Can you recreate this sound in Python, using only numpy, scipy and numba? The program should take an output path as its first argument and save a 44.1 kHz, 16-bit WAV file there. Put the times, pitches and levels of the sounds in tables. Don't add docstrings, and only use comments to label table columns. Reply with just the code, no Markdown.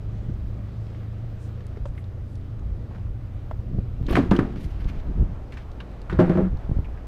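import sys
import numpy as np
from scipy import signal
from scipy.io import wavfile
from scipy.ndimage import uniform_filter1d
from numba import njit

SR = 44100
rng = np.random.default_rng(int(sys.argv[2]) if len(sys.argv) > 2 else 0)


def transcribe(u):
    v = np.clip(np.atleast_2d(u).T, -1, 1)
    q = np.round(v * 32767).astype(np.int16)
    wavfile.write(sys.argv[1], SR, q)


N = 311785
TIME_S = np.arange(N) / SR


def undb(db):
    return 10 ** (np.asarray(db) / 20)


def unit(x):
    return x / np.sqrt(np.mean(x ** 2))


def power_sum(gains):
    return np.sqrt(sum(g ** 2 for g in gains))


def add(out, start_s, x):
    i = int(start_s * SR)
    out[i:i + len(x)] += x[:N - i]


def curve(table, column=1):
    rows = np.array(table, float)
    return np.interp(TIME_S, rows[:, 0], rows[:, column])


def swell(start_s, db, rise_s, hold_s, fall_s):
    t = TIME_S - start_s
    rise_db = 20 * np.minimum(t, 0) / max(rise_s, 1e-3)
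    fall_db = 20 * np.maximum(t - hold_s, 0) / max(fall_s, 1e-3)
    return undb(db + rise_db - fall_db)


@njit
def svf(x, hz, damping):
    band, low = np.empty(len(x)), np.empty(len(x))
    band_state, low_state = 0., 0.
    g = np.tan(np.pi * hz / SR)
    for i in range(len(x)):
        v = (band_state + g * (x[i] - low_state)) / (1 + g * (g + damping))
        band[i], low[i] = damping * v, low_state + g * v
        band_state, low_state = 2 * v - band_state, low_state + 2 * g * v
    return band, low


def lowpass(x, hz, damping):
    return svf(x, float(hz), damping)[1]


def bandpass(x, hz, width_hz):
    for _ in range(2):
        x = svf(x, float(hz), width_hz / hz)[0]
    return unit(x)


def ring(x, hz, t60_s):
    pole = np.exp(2j * np.pi * hz / SR - np.log(1000) / (t60_s * SR))
    return signal.lfilter([1], [1, -pole], x).imag


def walk(rate_hz):
    hold = int(SR / rate_hz)
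    steps = np.repeat(rng.standard_normal(N // hold + 1), hold)
    return unit(uniform_filter1d(uniform_filter1d(steps, hold), hold)[:N])


def grit(per_s, spread_db):
    clicks = (rng.random(N) < per_s / SR) * rng.standard_normal(N)
    return clicks * undb(spread_db * np.minimum(rng.exponential(size=N), 5))


# t/s, level/dB, f/Hz, half length/s
TREBLE_PUFFS = [(1.438, -65, 6600, 0.038), (1.878, -70, 7000, 0.014), (1.988, -74, 9900, 0.026),
                (2.329, -78, 8850, 0.051)]

def rustles(hiss_db=-76.5):
    noise = rng.standard_normal(N)
    out = undb(hiss_db) * noise
    for s, db, hz, half_s in TREBLE_PUFFS:
        out += undb(db) * np.exp(-((TIME_S - s) / half_s) ** 2) * bandpass(noise, hz, 1.15 * hz)
    return out


# t/s, level/dB
DRONE_LEVEL = [(0, -37.5), (.6, -37), (1.6, -51), (2.2, -43), (3.4, -46), (4.5, -52), (5.6, -42),
               (7.07, -75)]

def drone(hz=58.7):
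    phase = 2 * np.pi * np.cumsum(hz * (1 + 0.009 * walk(6.2))) / SR
    return np.sqrt(2) * undb(curve(DRONE_LEVEL) + 0.6 * walk(37)) * np.sin(phase)


# t/s, level/dB
WIND_LEVEL = [(0, -39), (.18, -31.5), (.49, -30), (.55, -49.5), (1.75, -36.5), (1.89, -27), (2.03, -44.5),
              (2.77, -27), (2.91, -52), (3.05, -28.5), (3.25, -38), (3.68, -32), (4.05, -31.5),
              (4.8, -31.5), (5.22, -25.5), (5.42, -37), (6.06, -36.5), (6.16, -20.5), (6.24, -30.5),
              (6.79, -26), (7.07, -36.5)]
# t/s, level/dB, hold/s
WIND_GUSTS = [(0.144, -36.5, 0.012), (0.293, -27.5, 0.0038), (0.336, -41.5, 0.27), (2.4, -48, 0.29),
              (2.742, -39.5, 0.24), (3.08, -43.5, 0.028), (3.712, -30.5, 0.056), (3.79, -27, 0.0076),
              (4.005, -34, 0.17), (4.564, -33.5, 0.11), (4.782, -36, 0.21), (5.105, -25, 0.0051),
              (5.192, -25, 0.04), (5.25, -35.5, 0.069), (6.536, -29.5, 0.007), (6.709, -32, 0.098),
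              (6.948, -45.5, 0.11)]
# t/s, level/dB, f/Hz (1 / cycle length)
WIND_BUFFETS = [(0.259, -26.5, 51.4), (2.758, -47, 86), (3.738, -24, 51), (3.786, -12, 88),
                (4.012, -19.5, 104), (4.06, -16, 56.5), (4.11, -11.5, 66.6), (4.144, -12, 97),
                (4.292, -12.5, 55.8), (4.659, -27, 50.6), (4.769, -38, 81), (4.855, -14.5, 53),
                (5.107, -38, 51.2), (5.181, -21, 85.5), (5.207, -12.5, 65.5), (6.12, -22, 129),
                (6.144, -20, 120), (6.53, -18.5, 74.6), (6.542, -19, 52), (6.694, -14, 126),
                (6.714, -10.5, 106), (6.766, -15, 60.7), (6.788, -11, 87.5)]

def wind(gust_rise_s=0.065, gust_fall_s=0.031, gust_rumble_db=0.5):
    low_eddies, high_eddies = rng.standard_normal((2, N)) * undb(0.5 * walk(31))
    gusts = power_sum(swell(s, db, gust_rise_s, hold_s, gust_fall_s) for s, db, hold_s in WIND_GUSTS)
    turbulence = unit(lowpass(bandpass(low_eddies, 36, 98), 75, damping=1.0))
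    flutter = bandpass(high_eddies, 122, 177) + 0.23 * bandpass(high_eddies, 230, 510)
    out = power_sum([undb(curve(WIND_LEVEL)), undb(gust_rumble_db) * gusts]) * turbulence
    out += gusts * unit(lowpass(flutter, 450, damping=2.2))
    for s, db, hz in WIND_BUFFETS:
        cycles = np.arange(int(2.2 * SR / hz)) * hz / SR
        pressure = -np.sin(2 * np.pi * cycles ** 0.51)
        add(out, s, undb(db) * pressure * np.exp(-((cycles - 0.4) / 0.56) ** 2))
    return lowpass(out, 700, damping=1.98)


# t/s, pulse rate/Hz, level/dB, extra on order 3/dB
MOTOR_RUN = [(0, 26.6, -31.5, 2), (.35, 26.96, -31.5, -9), (1.2, 27.44, -30.5, -1.5), (1.9, 28.69, -37, 5),
             (3.2, 28.97, -36, 2.5), (4.0, 29.72, -35, -1), (4.6, 30.33, -43, -1.5), (7.07, 29.77, -50, -2)]
MOTOR_ORDERS = [(1, -15.5), (2, -24.5), (3, -6.5), (4, -3), (5, -16.5), (6, -19.5), (7, -21), (8, -28.5)]
# f/Hz, level before load gain/dB
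SWITCHING_TONES = [(14290, -98), (14530, -94)]
# t/s, hold/s, whine gain/dB
MOTOR_PULLS = [(.35, 1.2, 4), (3.45, 0.92, 5), (4.598, 0.54, 2), (6.55, 0.35, 3)]

def motor(coast_db=-10, fade_s=0.15):
    phase = 2 * np.pi * np.cumsum(curve(MOTOR_RUN) * (1 + 0.0043 * walk(9.82))) / SR
    third_db = curve(MOTOR_RUN, column=3)
    hum = whine = 0
    for order, db in MOTOR_ORDERS:
        gain = undb(db + 2.5 * walk(26) + third_db * (order == 3))
        hum += gain * np.sin(order * phase + 0.52 * walk(22) + 2 * np.pi * rng.random())
    for hz, db in SWITCHING_TONES:
        whine += undb(db + 3 * walk(15)) * np.sin(2 * np.pi * hz * TIME_S + 6 * walk(30))
    load = undb(coast_db) + sum(swell(s, db, fade_s, hold_s, fade_s) for s, hold_s, db in MOTOR_PULLS)
    return np.sqrt(2) * (undb(curve(MOTOR_RUN, column=2)) * hum + load * whine)


# t/s, level/dB, rise/s, hold/s, fall/s
SLAB_SWELL = (2, -41, -0.1, 1.64, 0)

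def slab_rumble():
    return swell(*SLAB_SWELL) * bandpass(rng.standard_normal(N), 100, 14)


# dirt, paving, surfboard tail, its belly and nose, deck
# t/s, rolling level/dB, crunch tilt/(dB/oct), hollow level/dB
SURFACES = [(0, -45.5, 0.18, -80), (1.85, -46.5, -0.28, -64.5), (4.15, -46, 0.2, -56),
            (4.9, -45.5, -0.2, -53), (6.151, -47, 0.06, -52.5)]
# f/Hz, relative density/dB
ROLL_SPECTRUM = [(88, -8.5), (150, -3), (196, -1.5), (278, -3.5), (343, -7.5), (450, -10.5), (545, -9.5),
                 (954, -24.5), (1200, -20), (1490, -25), (3670, -35), (6680, -45.5), (15000, -74)]

def tyre(crossing_s=0.23):
    surfaces, spectrum = np.array(SURFACES, float), np.array(ROLL_SPECTRUM)
    under_tyre = surfaces[np.searchsorted(surfaces[1:, 0], TIME_S), 1:]
    level_db, tilt_db_oct, hollow_db = uniform_filter1d(under_tyre.T, int(crossing_s * SR))
    shared_db = 0.6 * walk(8.8)
    fine_grit = 0.31 * unit(grit(3000, spread_db=6))
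    rolling = 0
    for hz in 94 * 2 ** (np.arange(22) / 3):
        band_db = np.interp(np.log(hz), np.log(spectrum[:, 0]), spectrum[:, 1]) + 10 * np.log10(hz)
        gain = undb(band_db + tilt_db_oct * np.log2(hz / 1000) + shared_db + 1.1 * walk(14))
        rolling += gain * bandpass(rng.standard_normal(N) + fine_grit, hz, hz / 3)
    hollow = undb(hollow_db + 1.8 * walk(15)) * bandpass(rng.standard_normal(N), 600, 780)
    return undb(level_db) * unit(rolling) + hollow


# t/s, level/dB, f/Hz, bandwidth/f, t60/s
TICKS_AND_CRACKS = [(0.295, -55, 1300, 1, 0.023), (.868, -55, 3000, 0.89, .015),
                    (.947, -47, 1500, 0.67, .03), (1.032, -51, 1500, 0.74, .025),
                    (1.492, -50, 1500, .9, 0.027), (1.607, -47.5, 1600, 0.83, .03),
                    (1.667, -48, 4500, 2.6, 0.0082), (1.73, -52, 1540, .8, .025),
                    (1.761, -48, 1320, .8, .025), (1.951, -51, 1900, .6, .02),
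                    (1.977, -43, 1960, 0.39, 0.048), (2.041, -56, 3650, 0.56, 0.03),
                    (2.187, -57, 1100, .7, 0.023), (2.354, -51.5, 3900, 0.9, 0.025),
                    (2.411, -55.5, 3030, 0.45, 0.023), (2.593, -52, 1400, 1.2, 0.018),
                    (2.595, -57, 5020, 1.45, 0.007), (2.62, -45, 700, .7, .03), (2.78, -53, 700, .7, .03),
                    (2.909, -44, 750, 0.59, 0.045), (2.945, -46, 1200, 0.48, 0.095),
                    (2.946, -53, 2600, 0.35, 0.027), (2.983, -56, 2600, 0.26, .03),
                    (3.068, -51.5, 1180, 0.55, .025), (3.601, -49, 700, .7, .03),
                    (4.066, -43.5, 3730, 0.8, 0.025), (4.110, -40, 12000, 2.2, 0.011),
                    (4.126, -43, 12000, 1.5, .015), (4.155, -18, 1920, 0.65, 0.023),
                    (4.165, -23, 2000, 0.35, 0.027), (4.311, -18.5, 1100, 0.85, 0.02),
                    (4.317, -17.5, 750, 0.54, 0.045), (4.363, -32, 3020, 0.34, 0.029),
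                    (4.365, -44, 4970, 0.47, 0.037), (4.364, -56, 9000, 1.5, .025),
                    (4.39, -48, 7900, 0.71, 0.021), (4.844, -46.5, 2500, 0.78, 0.03),
                    (4.886, -53, 2170, 1.4, 0.075), (5.522, -41.5, 1700, 1, 0.092),
                    (5.541, -53, 3000, 1.2, .04), (5.571, -41, 1510, 0.92, 0.11),
                    (5.716, -56, 4000, 0.96, 0.026), (5.803, -42, 1300, .9, 0.085),
                    (5.802, -43.5, 2900, 0.091, 0.059), (5.804, -45, 3800, 0.11, 0.046),
                    (6.017, -49, 3376, 1.6, 0.015), (6.128, -45.5, 3630, 0.37, 0.041),
                    (6.19, -55.5, 2515, 1, 0.027), (6.572, -52, 4340, 0.47, 0.012),
                    (6.845, -45, 2340, 0.28, 0.079), (6.974, -47.5, 1680, 0.5, 0.057)]

def ticks_and_cracks():
    out, t = np.zeros(N), np.arange(SR // 8) / SR
    for s, db, hz, width, t60_s in TICKS_AND_CRACKS:
        noise = rng.standard_normal(len(t))
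        tone = bandpass(noise, hz, width * hz) * 1000. ** (-t / t60_s)
        snap = bandpass(noise, min(4.9 * hz, 12000), 13 * hz) * np.exp(-t / 0.00057)
        add(out, s, undb(db) * (tone + 0.033 * snap))
    return out


# t/s, level/dB, rise/s, hold/s, fall/s, rasp f/Hz, relative treble/dB
GRIT_SCRAPES = [(2.925, -66, .06, 0.064, 0.036, 1270, -45), (2.93, -50.5, .05, 0.045, 0.05, 595, -42),
                (4.09, -43.5, .004, 0.028, 0.028, 1670, -16), (4.159, -37, 0.082, 0, 0.096, 2180, -23),
                (4.313, -52, 0.0078, 0.012, 0.45, 1830, -28), (4.558, -53, 0.004, 0, 0.26, 2100, -22),
                (4.605, -63, 0.027, 0.049, 0.071, 3730, -6),
                (4.81, -52, 0.026, 0.00017, 0.062, 1600, -17.5),
                (4.884, -49.5, 0.021, 0.0068, 0.073, 1760, -26),
                (4.97, -59.5, 0.037, 0.031, 0.034, 1950, -28), (5.521, -60, .004, 0.1, 0.041, 1870, -21),
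                (5.802, -49, 0.0032, 0.0086, 0.021, 1630, -27),
                (6.099, -50, 0.0025, 0.0066, 0.078, 1500, -30),
                (6.193, -37.5, 0.0024, 0.011, 0.035, 1480, -29),
                (6.275, -57.5, 0.049, 0.099, 0.047, 2000, -28)]

def scrapes():
    grains = unit(grit(9000, spread_db=2)) * undb(1.6 * walk(90))
    bright = bandpass(grains, 8200, 12000)
    return sum(swell(*envelope) * (bandpass(grains, hz, 1.27 * hz) + undb(treble_db) * bright)
               for *envelope, hz, treble_db in GRIT_SCRAPES)


# t/s, level/dB, f/Hz, snap f/Hz, relative snap/dB, decay/s
PAVING_JOINTS = [(1.77, -33.5, 414, 1400, -22, 0.0055), (1.855, -27.5, 558, 2100, -15, 0.0058),
                 (3.511, -28.5, 627, 1320, -30, 0.0051)]

def clacks():
    out, t = np.zeros(N), np.arange(SR // 8) / SR
    onset, thud_onset = 1 - np.exp(-(t / 0.0006) ** 2), 1 - np.exp(-(t / 0.001) ** 2)
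    for s, db, hz, snap_hz, snap_db, decay_s in PAVING_JOINTS:
        noise = rng.standard_normal(len(t))
        thud = 1.3 * np.sin(2 * np.pi * hz * t) + 0.5 * bandpass(noise, hz, 0.6 * hz)
        thud *= thud_onset * np.exp(-t / decay_s)
        frame = 0.45 * bandpass(noise, 1.6 * hz, 700) * np.exp(-t / 0.005)
        snap = 1.5 * np.sin(2 * np.pi * snap_hz * t) + 0.6 * bandpass(noise, snap_hz, 1200)
        snap *= np.exp(-t / 0.0015)
        tail = 0.28 * bandpass(noise, snap_hz, snap_hz) * np.exp(-t / 0.011)
        add(out, s, undb(db) * (thud + onset * (frame + undb(snap_db) * (snap + tail))))
    return out


def judder(modes, knocks, gain_db, linger_db, fall_s):
    shaking = uniform_filter1d(grit(1500, spread_db=2), size=12)
    envelope = power_sum(swell(s + 0.0047, db + gain_db, 0.005, 0, fall_s)
                         + swell(s + 0.0029, db + linger_db, 0.0036, 0, 3 * fall_s)
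                         for s, db, *_ in knocks)
    return envelope * unit(sum(undb(db) * ring(shaking, hz, t60_s) for hz, db, t60_s in modes))


def blow(modes, level_db, crack_db, t60_scale, tilt_db_oct, crack_s, tail_s, tail_db, crack_hz=1270):
    t = np.arange(SR // 2) / SR
    note = 0
    for hz, db, t60_s in modes:
        spot_db, detune = rng.standard_normal(2) * (4.3, 0.025)
        gain = undb(db + spot_db + tilt_db_oct * np.log2(hz / 300))
        note += gain * np.sin(2 * np.pi * hz * (1 + detune) * t) * 1000. ** (-t / (t60_scale * t60_s))
    note *= 1 - np.exp(-(t / 0.0015) ** 2)
    noise = rng.standard_normal(len(t))
    crack = unit(bandpass(noise, crack_hz, 0.75 * crack_hz) + 0.018 * bandpass(noise, 5450, 6700))
    crack *= np.exp(-t / crack_s) + undb(tail_db) * np.exp(-t / tail_s)
    return undb(level_db) * (note / np.max(np.abs(note)) + undb(crack_db) * crack)


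# f/Hz, relative level/dB, t60/s
SHELL_MODES = [(139, -15.5, 0.1), (189.3, -1, 0.2), (234.4, 9.5, 0.058), (279.4, 8, 0.1), (340, 5, 0.08),
               (433, -6.5, 0.069), (576, -10, 0.095), (670, -10.5, 0.069), (755, -12, 0.062),
               (915, -19.5, 0.039), (1125, -17.5, 0.064), (1600, -19, 0.015), (2100, -30, 0.018)]
# t/s, level/dB, relative crack/dB, t60 scale, tilt/(dB/oct)
SHELL_KNOCKS = [(4.084, -17.5, -19, 1, 7.5), (4.105, -14.5, -23, 1, 8), (4.127, -15.5, -19, 1, 8.5),
                (4.154, -13.5, -6.5, 0.93, 7), (4.166, -12.5, -6, 0.46, 7), (4.172, -5.5, -30, 0.66, 5.5),
                (4.181, -12, -18, 0.76, 6), (4.188, -6, -23, 0.98, 3), (4.314, 1.5, -20.5, 0.42, -15),
                (4.334, -10, -20, 0.19, -12), (4.352, -14.5, -18, 0.37, -18), (4.364, -17, -27, 0.24, -14),
                (4.3893, -2.5, -19, 0.17, 4), (4.404, -20, -32, 0.94, 6), (4.453, -27, -40, 0.84, -1),
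                (4.559, -24.5, -26, 0.16, -6)]

def surfboard():
    out = judder(SHELL_MODES, SHELL_KNOCKS, gain_db=-25.5, linger_db=-22.5, fall_s=0.075)
    for s, *knock in SHELL_KNOCKS:
        add(out, s, blow(SHELL_MODES, *knock, crack_s=0.0045, tail_s=0.048, tail_db=-15))
    return out


# f/Hz, relative level/dB, t60/s
PLANK_MODES = [(136, -23, 0.13), (176.2, -1, 0.58), (210.5, -6.5, 0.17), (259.3, -8, 0.25),
               (336.3, -2, 0.17), (361.3, -3, 0.12), (421, -4, .07), (507, -3, 0.074), (605, -3.5, 0.063),
               (763, -9, .06), (902, -23.5, 0.11), (1100, -26.5, 0.09), (1257, -27, 0.041)]
# t/s, level/dB, relative crack/dB, t60 scale, tilt/(dB/oct)
PLANK_KNOCKS = [(6.097, -32.5, -1.5, 0.17, 5), (6.125, -20, -20.5, 0.34, -2),
                (6.189, -2.5, -27, 0.64, -5.5), (6.198, -11, -25, 0.36, -1.5), (6.218, -18, -20, 0.46, 2),
                (6.276, -19, -34.5, 0.6, 0.5), (6.295, -8, -25, 0.43, 0.5), (6.352, -16, -27.5, 0.59, 3.5),
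                (6.372, -12.5, -24.5, 0.87, 2), (6.384, -17, -28.5, 0.51, 9), (6.403, -17, -33, 1, -4.5),
                (6.43, -19.5, -39, 1, -6)]

def deck(landing_s=6.19, low_hz=400, rise_per_s=0.24, still_s=6.475, fade_s=0.049):
    out = judder(PLANK_MODES, PLANK_KNOCKS, gain_db=-7.5, linger_db=-40.5, fall_s=0.084)
    for s, *knock in PLANK_KNOCKS:
        lift = 1 + rise_per_s * max(s - landing_s, 0)
        modes = [(hz * lift if hz < low_hz else hz, db, t60_s) for hz, db, t60_s in PLANK_MODES]
        add(out, s, blow(modes, *knock, crack_s=0.0036, tail_s=0.085, tail_db=-7))
    return out * undb(-20 * np.maximum(TIME_S - still_s, 0) / fade_s)


def scene():
    knocks = surfboard() + deck()
    bed = motor() + drone() + wind() + tyre()
    return (knocks + bed + scrapes() + rustles() + clacks() + ticks_and_cracks() + slab_rumble())[None]


def record(dry):
    ceiling, knee, top_hz = 0.5, 4, 15150
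    soft = dry / (1 + np.abs(dry / ceiling) ** knee) ** (1 / knee)
    return signal.sosfilt(signal.ellip(8, 0.2, 70, top_hz, fs=SR, output="sos"), soft)


dry = scene()
out = record(dry)
transcribe(out)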